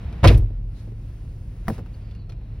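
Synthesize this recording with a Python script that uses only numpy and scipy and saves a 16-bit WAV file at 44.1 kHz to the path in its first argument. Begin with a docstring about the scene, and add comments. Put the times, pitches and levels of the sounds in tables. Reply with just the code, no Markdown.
"""Van door slam, engine idling

From the front seat of a parked van: the door seal meets the frame, the panel hits and the latch snaps.
Contacts are sharp clicks with decaying noise and ringing modes; soft pushes make the cabin air boom.
Later a lighter knock on the trim bounces and settles, among low thuds, ticks, sliding cloth and a squeak.
Engine tones, rumble and hiss lie beneath, with outside noise until the door seals.
A microphone with two ports that differ in phase picks it all up."""
import sys
import numpy as np
from scipy import signal
from scipy.fft import rfft, irfft
from scipy.io import wavfile
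from scipy.ndimage import uniform_filter1d, minimum_filter1d

SR = 44100
rng = np.random.default_rng(int(sys.argv[2]) if len(sys.argv) > 2 else 0)


def transcribe(u):
    """Save the signal u as a 16-bit wav file named by the first command-line argument.

    u: samples, shape (n,) or (channels, n), limited to [-1, 1]; the rate is SR.
    q: integer samples, one column per channel.
    """
    v = np.clip(np.atleast_2d(u).T, -1, 1)
    q = np.round(v * 32767).astype(np.int16)
    wavfile.write(sys.argv[1], SR, q)


N = 114660
TIME = np.arange(N) / SR
LOW_CUT_HZ = 32.8  # for the cabin boom and the rumble

# Door meets frame [t/s, level/dB, attack/s]
DOOR_CONTACTS = [(.230, -19.5, 0.0054), (.239, -11.5, .002), (.246, -11.5, 0.0011), (.250, -16.5, 0.00089),
                 (.301, -21, 0.0016)]
# Panel noise colour [f/Hz, level per Hz/dB] and decay [f/Hz, t60/s]
DOOR_SPECTRUM = [(30, -49), (80, 12), (150, 4.5), (300, -3), (450, 0.5), (700, -4), (1100, -13),
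                 (2200, -16), (5000, -29.5), (9000, -40), (16000, -47.5)]
DOOR_DECAY = [(100, 0.4), (250, 0.38), (700, 0.19), (2000, 0.2), (6000, .24), (14000, 0.37)]
# Sheet metal modes [f/Hz, level/dB, t60/s]
PANEL_MODES = [(187, -17.5, 0.24), (322.5, -14, 0.36), (441.6, -9, 0.28), (462, -22.5, 0.24),
               (596, -13.5, .16), (669, -18.5, .12), (787, -18, 0.087)]
# Short, hard crunch as the door bottoms out [t/s, level/dB, attack/s]
CRUNCH_CONTACTS = [(.2415, -16, 0.001965), (.2465, -9, 0.002976)]
# Crunch colour [f/Hz, level per Hz/dB] and decay [f/Hz, t60/s]
CRUNCH_SPECTRUM = [(330, -30.5), (590, 0), (950, -4.5), (1500, -9.5), (2700, -15.5), (12000, -56.5)]
CRUNCH_DECAY = [(600, 0.02), (2500, .035)]
# Latch parts striking [t/s, level/dB, attack/s, pitch f/Hz]
LATCH_CONTACTS = [(.240, -29, 0.0013, 2430), (.246, -22, 0.00086, 1660), (.2735, -19, .001, 5470),
                  (.277, -19.5, .001, 3390), (.2805, -18.5, 0.0012, 4120), (.2835, -17, .001, 2107),
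                  (.343, -39.5, .002, 2390)]
# Latch colour [f/Hz, level per Hz/dB] and decay [f/Hz, t60/s]
LATCH_SPECTRUM = [(500, -16.5), (1300, -12), (2200, 3.5), (3800, -0.5), (6000, -12.5), (10000, -13.5),
                  (16000, -24)]
LATCH_DECAY = [(1000, 0.065), (4000, 0.047), (14000, 0.02)]
# Latch steel modes [f/Hz, level/dB, t60/s]
STEEL_MODES = [(1626, -20.5, .1), (2250, -20, .11), (2303, -17.5, 0.13), (2500, -15.5, .1),
               (2540, -15.5, 0.064), (4860, -18, .11)]
# The lock settles with a thin click [t/s, level/dB, attack/s]
LOCK_CONTACTS = [(.3755, -41.5, 0.0023), (.379, -47, 0.0042)]
# Lock colour [f/Hz, level per Hz/dB] and decay [f/Hz, t60/s]
LOCK_SPECTRUM = [(800, 1), (5000, -6.5), (9500, -4.5), (16000, -9)]
LOCK_DECAY = [(2000, 0.043), (12000, 0.049)]
# Left minus right for panel and crunch [f/Hz, level/dB]
DOOR_LEAN = [(330, 2), (700, -5.5), (1300, -3), (2400, -1)]


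def door():
    """Contacts ring the sheet metal panel, crunch on the frame, and strike the latch and lock."""
    panel = struck(DOOR_CONTACTS, DOOR_SPECTRUM, DOOR_DECAY, crack=6)
    panel = panel + ring(force_of(DOOR_CONTACTS), PANEL_MODES)
    crunch = struck(CRUNCH_CONTACTS, CRUNCH_SPECTRUM, CRUNCH_DECAY, crack=10)
    latch = struck(LATCH_CONTACTS, LATCH_SPECTRUM, LATCH_DECAY, crack=2.8)
    latch = latch + ring(force_of(LATCH_CONTACTS), STEEL_MODES)
    latch = latch + pinged(LATCH_CONTACTS, ring_db=-2.5, t60=.035)
    lock = struck(LOCK_CONTACTS, LOCK_SPECTRUM, LOCK_DECAY, crack=3)
    return placed(panel + crunch, DOOR_LEAN) + latch + lock


# Pushes of the door on the cabin air [t/s, level/dB of the whole push, length/s]
AIR_PUSHES = [(0.2269, -16, 0.0055), (.2424, -12, 0.0039), (0.2574, -7.5, 0.0035), (.2755, -1.5, 0.011),
              (0.288, -2.5, 0.015), (0.3464, -9, 0.009), (0.428, -17, 0.012)]
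# Cabin air modes [f/Hz, level/dB, t60/s]
AIR_MODES = [(40.95, -11.5, 1.56), (54.6, -3, .33), (69.8, -2.5, 0.26), (95.05, 2, .39), (106.94, -0.7, .5),
             (113.9, -0.5, 0.51), (152.8, -12.5, .39)]


def boom():
    """Soft pushes of the door set the enclosed air ringing in its low modes."""
    force = 0
    for start, db, length in AIR_PUSHES:
        push = np.sin(np.pi * np.clip((TIME - start) / length, 0, 1)) ** 2
        force = force + from_db(db) * push / push.sum()
    return low_cut(ring(force + 1e-18, AIR_MODES))


# Knock on the trim and its bounces [t/s, level/dB, attack/s]
KNOCK_CONTACTS = [(1.670, -44, 0.0016), (1.6818, -20, 0.00034), (1.6985, -32.5, .002), (1.779, -42, 0.0016),
                  (1.791, -45.5, 0.00117), (1.860, -49, .0012), (2.413, -57.5, 0.00074)]
# Knock colour [f/Hz, level per Hz/dB] and decay [f/Hz, t60/s]
KNOCK_SPECTRUM = [(40, -27), (100, 15), (220, 7), (450, -4), (850, 5.5), (1550, 1.5), (2600, -19.5),
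                  (5000, -22), (10000, -28.5), (16000, -20)]
KNOCK_DECAY = [(120, 0.082), (400, 0.12), (1200, 0.013), (3000, .045), (10000, 0.094)]
# Trim modes [f/Hz, level/dB, t60/s]
TRIM_MODES = [(106, -12, 0.073), (220, -2, 0.075), (471.6, -12.5, 0.13), (772, -10, 0.078),
              (995, -21, 0.047), (1522, -19, 0.044)]
# Left minus right [f/Hz, level/dB]
KNOCK_LEAN = [(130, 0.3), (600, 3), (1300, 2), (2400, 0.27)]


def knock():
    """A hard tap and its bounces excite the short modes of hollow trim."""
    tap = struck(KNOCK_CONTACTS, KNOCK_SPECTRUM, KNOCK_DECAY, crack=9.4)
    trim = ring(force_of(KNOCK_CONTACTS), TRIM_MODES)
    return placed(tap + trim, KNOCK_LEAN)


# Dull low thuds, some after the slam, some under the knock [t/s, level/dB, attack/s]
THUD_CONTACTS = [(.425, -31.5, 0.00066), (.505, -36.5, 0.00067), (.875, -37, 0.0017),
                 (.920, -38.5, 0.00065), (1.686, -21, 0.0014), (1.7045, -21.5, 0.0005),
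                 (1.786, -30.5, 0.0017), (1.799, -34.5, 0.0012)]
# Thud colour [f/Hz, level per Hz/dB] and decay [f/Hz, t60/s]
THUD_SPECTRUM = [(20, -41.5), (100, 14), (250, 5), (520, 1.5), (1000, -25.5), (4000, -37), (12000, -48)]
THUD_DECAY = [(150, 0.065), (2000, .04)]
# Low modes that the thuds ring [f/Hz, level/dB, t60/s]
THUD_MODES = [(116.5, 1.5, 0.064), (215, -1, 0.06)]


def thuds():
    """Dull low contacts, some after the slam and some under the knock, ring two low modes."""
    blows = struck(THUD_CONTACTS, THUD_SPECTRUM, THUD_DECAY, crack=8.4)
    return blows + ring(force_of(THUD_CONTACTS), THUD_MODES)


# Small plastic ticks [t/s, level/dB, attack/s, pitch f/Hz]
TICK_CONTACTS = [(.125, -48.5, 0.0028, 2410), (1.780, -51, .001, 2620), (1.861, -56.5, 0.00097, 2700),
                 (2.110, -53.5, 0.0018, 3450), (2.149, -53, .002, 2810), (2.293, -48, .002, 1333),
                 (2.298, -48, 0.0011, 4230), (2.320, -49.5, .002, 2430)]
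# Tick colour [f/Hz, level per Hz/dB] and decay [f/Hz, t60/s]
TICK_SPECTRUM = [(300, 14), (1200, -2), (2500, -1.5), (4500, -2.5), (8000, -15.5), (16000, -18.5)]
TICK_DECAY = [(500, 0.13), (2500, 0.08), (8000, 0.058)]


def ticks():
    """Small plastic contacts click, and each rings its own pitch."""
    taps = struck(TICK_CONTACTS, TICK_SPECTRUM, TICK_DECAY, crack=9.6)
    return taps + pinged(TICK_CONTACTS, ring_db=-3, t60=0.06)


# Cloth sliding on upholstery [centre t/s, level/dB, half length/s, centre f/Hz]
CLOTH_RUBS = [(0.787, -63.5, 0.033, 4060)]
RUB_WIDTH_HZ = 820


def cloth():
    """Friction of cloth as a narrow band of stereo noise that swells and fades."""
    out = 0
    for centre, db, half_length, hz in CLOTH_RUBS:
        peak = signal.iirpeak(hz, hz / RUB_WIDTH_HZ, fs=SR)
        rub = signal.lfilter(*peak, rng.standard_normal((2, N)))
        swell = np.exp(-((TIME - centre) / half_length) ** 2 / 2)
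        out = out + from_db(db) * swell * rub / rub.std()
    return out


# Faint squeak of a seat cover [t/s, level/dB, pitch f/Hz]
SEAT_SQUEAK = [(1.931, -85, 4620), (1.945, -64, 4500), (1.975, -82, 4670), (2.03, -72.5, 4720),
               (2.16, -71.5, 4500), (2.225, -65.5, 4230), (2.249, -77.5, 4100)]
SQUEAK_WIDTH_HZ, SQUEAK_CATCH_DB = 700, 0.5  # roughness of the tone, spread of its level
LOW_PARTIAL_RATIO, LOW_PARTIAL_DB = .63, -5


def squeak():
    """A thin, rough rubbing tone whose pitch wavers, then sinks, over a weaker lower partial."""
    times, db, hz = np.transpose(SEAT_SQUEAK)
    phase = 2 * np.pi * np.cumsum(np.interp(TIME, times, hz)) / SR

    def rough(angle):
        """A tone spread into a narrow band by random sine and cosine amplitudes."""
        return drift(SQUEAK_WIDTH_HZ) * np.sin(angle) + drift(SQUEAK_WIDTH_HZ) * np.cos(angle)

    level = from_db(np.interp(TIME, times, db) + SQUEAK_CATCH_DB * drift(70))
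    low_partial = from_db(LOW_PARTIAL_DB) * rough(LOW_PARTIAL_RATIO * phase)
    return level * (rough(phase) + low_partial)


# Idling engine tones [f/Hz, mean rms level/dB]
ENGINE_TONES = [(37.7, -39), (107.7, -40.5), (140, -50.5), (285.3, -67.5)]
ENGINE_WAVER_DB, ENGINE_WAVER_RAD = 1.5, 1  # spread of level and of phase


def engine():
    """Low engine tones, each wavering slowly in level and phase."""
    out = 0
    for hz, db in ENGINE_TONES:
        level = from_db(db + ENGINE_WAVER_DB * drift(6))
        phase = 2 * np.pi * hz * TIME + ENGINE_WAVER_RAD * drift(2)
        out = out + level * np.sqrt(2) * np.sin(phase)
    return out


# Rumble colour [f/Hz, level per Hz/dB]
RUMBLE_SPECTRUM = [(26, -30.5), (40, 4), (60, 7), (100, -1.5), (150, -7), (250, -19), (500, -30),
                   (1000, -47.5), (3000, -66.5)]
RUMBLE_DB = -35.5  # before the low cut


def rumble():
    """Steady low noise under the engine tones, with the deepest bass cut."""
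    return low_cut(coloured(RUMBLE_SPECTRUM, lambda hz: from_db(RUMBLE_DB)))


# Faint background hiss: colour [f/Hz, level per Hz/dB] and course,
# with a short surge near 1.74 s [t/s, level/dB]
HISS_SPECTRUM = [(400, 8), (1200, -1), (2500, -2.5), (5000, -15), (8000, -23.5), (16000, -40.5)]
HISS_COURSE = [(0, -60), (.45, -59.5), (.66, -66), (.8, -57), (.94, -63.5), (1.1, -59), (1.4, -62.5),
               (1.64, -58), (1.74, -47.5), (1.82, -58.5), (2.12, -58), (2.26, -65), (2.58, -59)]
# Thin top hiss: colour [f/Hz, level per Hz/dB] and course [t/s, level/dB]
TOP_SPECTRUM = [(2000, -16.5), (5000, 2.5), (10000, -2), (16000, -4.5)]
TOP_COURSE = [(0, -83), (.6, -84), (.8, -66.5), (.94, -75), (1.05, -70), (1.64, -70), (1.74, -56),
              (1.83, -79), (1.95, -70), (2.3, -90), (2.5, -79)]


def hiss():
    """Two layers of faint noise, each rising and falling along its own course."""
    body = from_db(np.interp(TIME, *np.transpose(HISS_COURSE)))
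    top = from_db(np.interp(TIME, *np.transpose(TOP_COURSE)))
    return coloured(HISS_SPECTRUM, lambda hz: body) + coloured(TOP_SPECTRUM, lambda hz: top)


# Outside noise colour [f/Hz, level per Hz/dB]
OUTSIDE_SPECTRUM = [(25, -1), (50, 29), (150, 14.5), (300, -0.5), (700, -4.5), (1300, -11), (2600, -13.5),
                    (5000, -28), (10000, -37.5)]
OUTSIDE_DB, SEALED_S, SEALING_S = -33, 0.33, 0.046  # level, moment of sealing, fade before it


def outside():
    """Distant noise comes in through the open door and fades out as it seals."""
    level = from_db(OUTSIDE_DB) * np.clip((SEALED_S - TIME) / SEALING_S, 0, 1)
    return coloured(OUTSIDE_SPECTRUM, lambda hz: level)


def struck(hits, colour, t60s, crack):
    """Each contact clicks, and its diffuse ring dies away band by band in the cabin."""
    feed = 0  # power fed in during each attack
    for start, db, attack, *_ in hits:
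        rise = np.clip((TIME - start) / attack, 0, 1)
        feed = feed + from_db(db) ** 2 * np.diff(rise, prepend=0)

    def envelope(hz):
        """Amplitude of a band whose power leaks away at its own t60."""
        keep = from_db(-120 / (at_hz(t60s, hz) * SR))  # 120, as this is power
        return np.sqrt(signal.lfilter([1], [1, -keep], feed + 1e-20))

    return coloured(colour, envelope) + crack * snap(force_of(hits), colour)


def snap(force, colour):
    """The compact, causal click of each contact, with the given spectrum and unit energy."""
    size = 8192
    magnitude = from_db(at_hz(colour, np.fft.rfftfreq(size, 1 / SR) + 1))
    # folding the cepstrum forward in time gives minimum phase
    cepstrum = irfft(np.log(magnitude))
    cepstrum[1:size // 2] *= 2
    cepstrum[size // 2 + 1:] = 0
    click = irfft(np.exp(rfft(cepstrum)))
    return signal.fftconvolve(force, click / np.linalg.norm(click))[:N]


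def pinged(hits, ring_db, t60):
    """Each contact also rings the small part that it strikes, at that part's own pitch."""
    return sum(ring(force_of([hit]), [(hit[-1], ring_db, t60)]) for hit in hits)


def ring(force, modes):
    """Decaying sines set ringing by a force, one two-pole resonator per mode."""
    out = 0
    for hz, db, t60 in modes:
        radius = from_db(-60 / (t60 * SR))
        w = 2 * np.pi * hz / SR
        poles = [1, -2 * radius * np.cos(w), radius * radius]
        out = out + from_db(db) * signal.lfilter([0, np.sin(w)], poles, force)
    return out


def force_of(hits):
    """The contacts as impulses, each at the end of its attack."""
    start, db, attack = np.transpose(hits)[:3]
    return clicks(start + attack, from_db(db))


def clicks(times, gains):
    """One impulse per event, over a tiny offset that keeps the filters fast."""
    out = np.zeros(N)
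    np.add.at(out, (np.asarray(times) * SR).astype(int), gains)
    return out + 1e-18


# Stereo spread, side against mid [f/Hz, level/dB]
SIDE_LEVEL = [(40, -47), (120, -35.5), (250, -16), (600, -6), (2000, -4.5), (5000, -6.5), (12000, -68.5)]


def coloured(colour, envelope):
    """Half-octave noise bands, mid power scaled to about 1, each under envelope(hz)."""
    edges = 22 * 2 ** np.arange(0, 9.9, .5)
    centres = np.sqrt(edges[1:] * edges[:-1])
    gains = from_db(at_hz(colour, centres))
    gains = gains / np.sqrt(np.sum(gains ** 2 * np.diff(edges)) * 2 / SR)
    white = rng.standard_normal((2, 2, N))
    out = 0
    for k, hz in enumerate(centres):
        mid, side = white[k % 2]  # neighbouring bands use different noise
        noise = mid + from_db(at_hz(SIDE_LEVEL, hz)) * side * [[1], [-1]]
        band = signal.butter(2, edges[k:k + 2], "band", fs=SR, output="sos")
        out = out + gains[k] * signal.sosfilt(band, noise * envelope(hz) + 1e-18)
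    return out


def placed(x, balance):
    """Lean a sound left or right, frequency by frequency."""
    db = at_hz(balance, np.fft.rfftfreq(N, 1 / SR) + 1)
    return irfft(rfft(x) * from_db(np.array([db, -db]) / 2), N)


def low_cut(x):
    """Take away what lies below the deepest bass."""
    return signal.sosfilt(signal.butter(4, LOW_CUT_HZ, "high", fs=SR, output="sos"), x)


def drift(rate):
    """Smooth random wander of spread about 1, from `rate` random points a second."""
    return signal.resample(rng.standard_normal(int(rate * N / SR) + 2), N)


def at_hz(points, hz):
    """Read a table on a log-frequency axis."""
    f, v = np.transpose(points)
    return np.interp(np.log(hz), np.log(f), v)


def from_db(db):
    """Decibels to gain."""
    return 10 ** (np.asarray(db) / 20)


def scene():
    """Everything heard from the front seat."""
    slam = door() + boom()
    small_sounds = thuds() + ticks() + cloth() + squeak()
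    background = engine() + rumble() + hiss() + outside()
    return slam + knock() + small_sounds + background


# Phase lead of the left microphone port over the right [f/Hz, lead/rad]
PORT_LEAD = [(0, 0), (2400, .4), (5300, .9), (6500, 2.1), (7400, 3.14), (8600, 4.7), (10300, 6.28),
             (12200, 7.9), (13600, 9.42), (15800, 12.3)]
LIMIT, LIMIT_HOLD_S = 1, 0.0033  # full scale, and the span of the gain dips
TOP_CUT_HZ = 15850


def record(dry):
    """The two microphone ports differ in phase, a limiter holds down peaks, the top is cut."""
    lead = np.interp(np.fft.rfftfreq(N, 1 / SR), *np.transpose(PORT_LEAD))
    out = irfft(rfft(dry) * np.exp(.5j * np.array([lead, -lead])), N)
    hold = int(LIMIT_HOLD_S * SR)
    # one gain for both channels: hold the lowest value, then smooth it
    gain = np.minimum(1, LIMIT / (np.abs(out).max(axis=0) + 1e-9))
    out = out * uniform_filter1d(minimum_filter1d(gain, hold), hold)
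    return signal.sosfilt(signal.ellip(10, .2, 80, TOP_CUT_HZ, fs=SR, output="sos"), out)


dry = scene()
out = record(dry)
transcribe(out)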